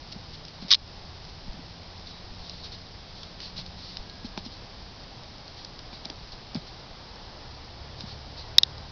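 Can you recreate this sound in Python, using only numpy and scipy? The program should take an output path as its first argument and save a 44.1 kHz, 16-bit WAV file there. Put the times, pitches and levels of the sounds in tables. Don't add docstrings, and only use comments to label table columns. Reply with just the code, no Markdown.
import sys
import numpy as np
from scipy import signal
from scipy.fft import rfft, irfft
from scipy.io import wavfile

SR = 44100
rng = np.random.default_rng(int(sys.argv[2]) if len(sys.argv) > 2 else 0)


def generate_wav(signal):
    frames = np.transpose(np.atleast_2d(signal))
    scaled = np.clip(frames, -1, 1) * 32767
    pcm = np.round(scaled).astype(np.int16)
    wavfile.write(sys.argv[1], SR, pcm)


N = 392931
TIME_S = np.arange(N) / SR
RING_S = TIME_S[:SR // 4]


# t/s, level/dB, centre f/Hz
HOOF_TICKS = [(.1215, -27.5, 3900), (.4515, -28, 4900), (.483, -30, 4600), (.6828, -28, 3900),
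              (2.072, -32, 3950), (2.496, -23, 4700), (3.2317, -25, 4350), (3.403, -24.5, 3800),
              (3.663, -27, 4400), (3.9702, -19.5, 4440), (4.0976, -28, 4000), (4.376, -22.5, 4220),
              (4.4624, -30, 3800), (5.48, -30, 4700), (5.648, -23.5, 4840), (5.791, -25.5, 3980),
              (6.05, -27, 4430), (6.0546, -19.5, 4200), (6.1, -25, 2960), (6.1012, -24, 5000),
              (6.547, -22, 4540), (6.56, -28, 4200), (8.007, -22, 3970), (8.781, -30.5, 5000)]

def hoof_ticks(t60_s=0.011, rise_s=0.00021, width_hz=1400, gain_db=-6):
    out = np.zeros(N)
    envelope = np.roll(decay(t60_s, rise_s), len(RING_S) // 2)
    for t, db, hz in HOOF_TICKS:
        crack = bark(envelope * rng.standard_normal(len(RING_S)), hz, width_hz)
        crack *= np.linalg.norm(envelope) / np.linalg.norm(crack)
        add(out, t - RING_S[-1] / 2, amp(db + gain_db) * crack)
    return out


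# f/Hz, level/dB, t60/s
KNOCK_MODES = [(365, -4.5, 0.03), (660, -4, .025), (814, -3, .022), (1136, -17, .015), (1560, -10.5, 0.016),
               (2400, -7, .012)]
# t/s, level/dB, f/Hz, knock re thump/dB
LANDINGS = [(.16, -36, 205, -12), (.623, -32, 196, -7), (.645, -33.5, 195, -15), (1.478, -33, 170, -14),
            (1.538, -39.5, 214, -18), (1.59, -40, 261, -16), (3.588, -32, 134, -6.5),
            (4.245, -29, 234, -14), (4.3759, -30.5, 194, 4), (4.461, -33.5, 234, -12),
            (5.929, -43.5, 195, 6), (6.058, -39, 227, 2), (6.099, -39.5, 285, 4), (6.552, -23, 222, -8.5),
            (6.567, -25.5, 159, -14), (8.035, -34, 200, -14)]

def hoof_thumps(t60_s=0.051, rise_s=0.0031, knock_rise_s=0.00059):
    out = np.zeros(N)
    knock = ring(KNOCK_MODES, knock_rise_s)
    for t, db, hz, knock_db in LANDINGS:
        boom = ring([(hz, 0, t60_s)], rise_s)
        add(out, t, amp(db) * (amp(knock_db) * knock - boom))
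    return out


# t/s, length/s, level/dB
HOOF_SCUFFS = [(0.118, 0.022, -39.5), (0.332, 0.036, -44.5), (0.615, 0.035, -45), (2.06, 0.089, -48),
               (2.386, 0.37, -49), (2.632, 0.055, -44), (2.717, 0.054, -43), (3.128, 0.23, -50.5),
               (3.401, 0.12, -42), (3.562, 0.071, -38), (3.768, 0.29, -46.5), (4.245, .037, -44.5),
               (4.377, 0.029, -43.5), (4.447, 0.04, -43.5), (4.512, 0.08, -50), (5.56, 0.085, -49),
               (5.924, 0.066, -46), (6.317, .03, -44), (6.546, 0.041, -44), (6.665, 0.055, -48.5),
               (7.978, 0.081, -47), (8.057, .11, -46), (8.367, 0.084, -44)]

def hoof_scuffs(centre_hz=4200, width_hz=1100, skew=0.55, gain_db=1):
    out = np.zeros(N)
    crackle = grains(per_s=9000, spread_db=2)
    for t, length_s, db in HOOF_SCUFFS:
        stroke = np.sin(np.pi * np.linspace(0, 1, round(length_s * SR)) ** skew)
        grit = np.roll(crackle, -round(t * SR))[:len(stroke)]
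        add(out, t, amp(db + gain_db) * stroke * bark(grit, centre_hz, width_hz))
    return out


def litter(level_db=-62, drift_db=2):
    gain = amp(level_db + drift_db * drift(4.5))
    return gain * bark(grains(per_s=70, spread_db=2.6), centre_hz=4500, width_hz=2200)


# f/Hz, density/dB
SCRAPE_SPECTRUM = [(300, -43), (750, -38), (1100, -17), (1700, -20), (2100, -9), (2800, -13.5), (3700, 0),
                   (4500, -2), (5100, 1), (5750, -12), (6400, -23.5), (6900, -48)]
# t/s, length/s, starting level/dB
FINGER_SLIDES = [(0.683, 0.022, -42.5), (0.7052, .0245, -19), (0.743, .006, -16)]

def finger_scrape(catch_s=0.0017, press_db_per_s=280, release_t60_s=0.02):
    force = np.zeros(N)
    for t, length_s, db in FINGER_SLIDES:
        catch = np.minimum(RING_S / catch_s, 1)
        press = amp(db + press_db_per_s * np.minimum(RING_S, length_s))
        release = amp(-60 * np.maximum(RING_S - length_s, 0) / release_t60_s)
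        add(force, t, catch * press * release)
    return force * unit_rms(coloured(rng.standard_normal(N), SCRAPE_SPECTRUM))


# f/Hz, level/dB, t60/s
SHELL_MODES = [(1024, -19, 0.0083), (1910, -11.5, 0.0059), (2665, -13, 0.012), (2760, -45, 0.092),
               (3570, -10.5, 0.0061), (3807, 0.4, 0.0076), (4220, -21.5, 0.032), (4340, -4.5, 0.007),
               (5152, -0.3, 0.0053), (6260, -16, 0.0056)]
# t/s, level/dB, centre f/Hz
FINGER_SNAPS = [(0.7154, -1.5, 4500), (.7167, -6.5, 4810), (.7279, -9, 4030), (.7355, -0.5, 3830),
                (.745, -7, 3900), (0.75, -8, 4440)]
# t/s, level/dB
SWITCH_CLICKS = [(8.583, 1), (8.6327, -9)]

def case_snaps(trip_hz=5380, seat_hz=3880, seat_delay_s=0.001105, seat_db=3.5, focus_hz=480, spill=0.27):
    out = np.zeros(N)
    trips = [(t, db, trip_hz) for t, db in SWITCH_CLICKS]
    seats = [(t + seat_delay_s, db + seat_db, seat_hz) for t, db in SWITCH_CLICKS]
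    for t, db, centre_hz in FINGER_SNAPS + trips + seats:
        modes = []
        for hz, mode_db, t60_s in SHELL_MODES:
            drive = spill + np.exp(-((hz - centre_hz) / focus_hz) ** 2)
            modes.append((hz, mode_db + 20 * np.log10(drive), t60_s))
        add(out, t, amp(db) * ring(modes, rise_s=0.00049))
    return out


# t/s, level/dB
MIC_BUMPS = [(1.482, -28), (2.229, -37), (2.296, -37), (2.392, -36.5), (3.985, -33)]

def mic_bumps(length_s=0.034):
    out = np.zeros(N)
    angle = np.linspace(0, np.pi, round(length_s * SR))
    for t, db in MIC_BUMPS:
        add(out, t, amp(db) * np.cos(2 * angle) * np.sin(angle))
    return out


# start t/s, end t/s, firing f/Hz, initial slope/(Hz/s), level/dB
EARLY_ENGINE = (-.5, 4.5, 76, 4.5, -52.5)
LATE_ENGINE = (7, 8.9, 33.5, 1.76, -47)
# multiple of firing rate, level/dB
EARLY_EXHAUST = [(1, -0.5), (2, -1.5)]
LATE_EXHAUST = [(2, -0.5), (3, -4), (4, -5.5)]

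def engine(vehicle, exhaust, open_s=0.82, shut_s=0.27, level_off_s=9.3, waver=0.0052, fade_db=2):
    start_s, end_s, start_hz, hz_per_s, db = vehicle
    age_s = np.maximum(TIME_S - start_s, 0)
    firing_hz = start_hz + hz_per_s * level_off_s * (1 - np.exp(-age_s / level_off_s))
    throttle = np.minimum(age_s / open_s, 1) * np.exp(-np.maximum(TIME_S - end_s, 0) / shut_s)
    cycles = np.cumsum(firing_hz * (1 + waver * drift(3.4))) / SR
    note = np.zeros(N)
    for order, order_db in exhaust:
        gain = amp(order_db + fade_db * drift(3))
        note += gain * np.sin(2 * np.pi * (order * cycles + rng.random()))
    return amp(db) * throttle * unit_rms(note)


# t/s, length/s, start f/Hz, end f/Hz, level/dB
THIN_TONES = [(2.063, 0.17, 3930, 3900, -51), (3.984, 0.34, 1640, 1650, -57.5),
              (4.278, 0.15, 1650, 1680, -59)]

def thin_tones(waver=0.008):
    out = np.zeros(N)
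    wobble = 1 + waver * drift(60)
    for t, length_s, start_hz, end_hz, db in THIN_TONES:
        n = round(length_s * SR)
        hz = np.linspace(start_hz, end_hz, n) * wobble[round(t * SR):][:n]
        envelope = np.sin(np.linspace(0, np.pi, n))
        add(out, t, amp(db) * envelope * np.sin(2 * np.pi * np.cumsum(hz) / SR))
    return out


# f/Hz, density/dB
AIR_SPECTRUM = [(12, -11), (25, -0.5), (60, -4), (120, -6), (200, -12), (310, -15.5), (520, -16.5),
                (800, -14.5), (1400, -22.5), (2700, -24.5), (3900, -19.5), (5100, -17.5), (5650, -25.5),
                (6100, -35.5), (6800, -54.5)]

def air(level_db=-44.5, traffic_db=-0.77, nearer_from_s=4.24, nearer_db_per_s=0.66, flutter_db=0.5):
    noise = amp(level_db) * unit_rms(coloured(rng.standard_normal(N), AIR_SPECTRUM))
    traffic = signal.sosfiltfilt(signal.butter(2, [350, 2000], "bandpass", fs=SR, output="sos"), noise)
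    hiss = noise - traffic
    swell_db = traffic_db + nearer_db_per_s * np.maximum(TIME_S - nearer_from_s, 0)
    return hiss + traffic * amp(swell_db + flutter_db * drift(9.9))


def amp(db):
    return 10 ** (np.asarray(db) / 20)


def unit_rms(x):
    return x / np.sqrt(np.mean(x ** 2) + 1e-20)


def add(mix, start_s, sound):
    part = mix[max(round(start_s * SR), 0):][:len(sound)]
    part += sound[:len(part)]


def coloured(x, spectrum):
    hz, db = np.transpose(spectrum)
    f = np.fft.rfftfreq(len(x), 1 / SR)
    gain = amp(np.interp(np.log(f + 1), np.log(hz), db))
    return irfft(rfft(x) * gain, len(x))


def drift(rate_hz):
    f = np.fft.rfftfreq(N, 1 / SR)
    return unit_rms(irfft(rfft(rng.standard_normal(N)) * np.exp(-(f / rate_hz) ** 2), N))


def grains(per_s, spread_db):
    size = amp(spread_db * np.minimum(rng.exponential(1, N), 4))
    return size * rng.choice([-1, 1], N) * (rng.random(N) < per_s / SR)


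def decay(t60_s, rise_s):
    shape = (1 - np.exp(-(RING_S / rise_s) ** 2)) * amp(-60 * RING_S / t60_s)
    return shape / shape.max()


def ring(modes, rise_s):
    return sum(amp(db) * decay(t60_s, rise_s) * np.sin(2 * np.pi * hz * RING_S)
               for hz, db, t60_s in modes)


def bark(x, centre_hz, width_hz):
    f = np.fft.rfftfreq(len(x), 1 / SR)
    resonant = irfft(rfft(x) / np.hypot(1, (f - centre_hz) / (width_hz / 2)), len(x))
    spectrum = [(200, -11), (1000, -3.5), (2400, -3.5), (3600, 0), (5400, 3.5), (6100, -8), (6900, -26.5)]
    return unit_rms(coloured(resonant, spectrum))


def scene():
    yard = air() + engine(EARLY_ENGINE, EARLY_EXHAUST) + engine(LATE_ENGINE, LATE_EXHAUST) + thin_tones()
    goats = hoof_ticks() + hoof_thumps() + hoof_scuffs() + litter()
    hand = finger_scrape() + case_snaps() + mic_bumps()
    return (goats + hand + yard)[None]


def record(dry, threshold_db=-31.5, duck_db_per_db=0.53, attack_s=0.073, fall_db_per_s=60, edge_hz=6850):
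    pole = np.exp(-1 / (attack_s * SR))
    envelope = signal.lfilter([1 - pole], [1, -pole], abs(dry[0]))
    level_db = 10 * np.log10(envelope ** 2 + 1e-12)
    fall_db = TIME_S * fall_db_per_s
    held_db = np.maximum.accumulate(level_db + fall_db) - fall_db
    duck_db = duck_db_per_db * np.maximum(held_db - threshold_db, 0)
    limited = np.clip(dry / amp(duck_db), -1, 1)
    lowpass = signal.firwin(511, edge_hz, window=("kaiser", 9), fs=SR)
    return signal.oaconvolve(limited, lowpass[None], "same")


dry = scene()
out = record(dry)
generate_wav(out)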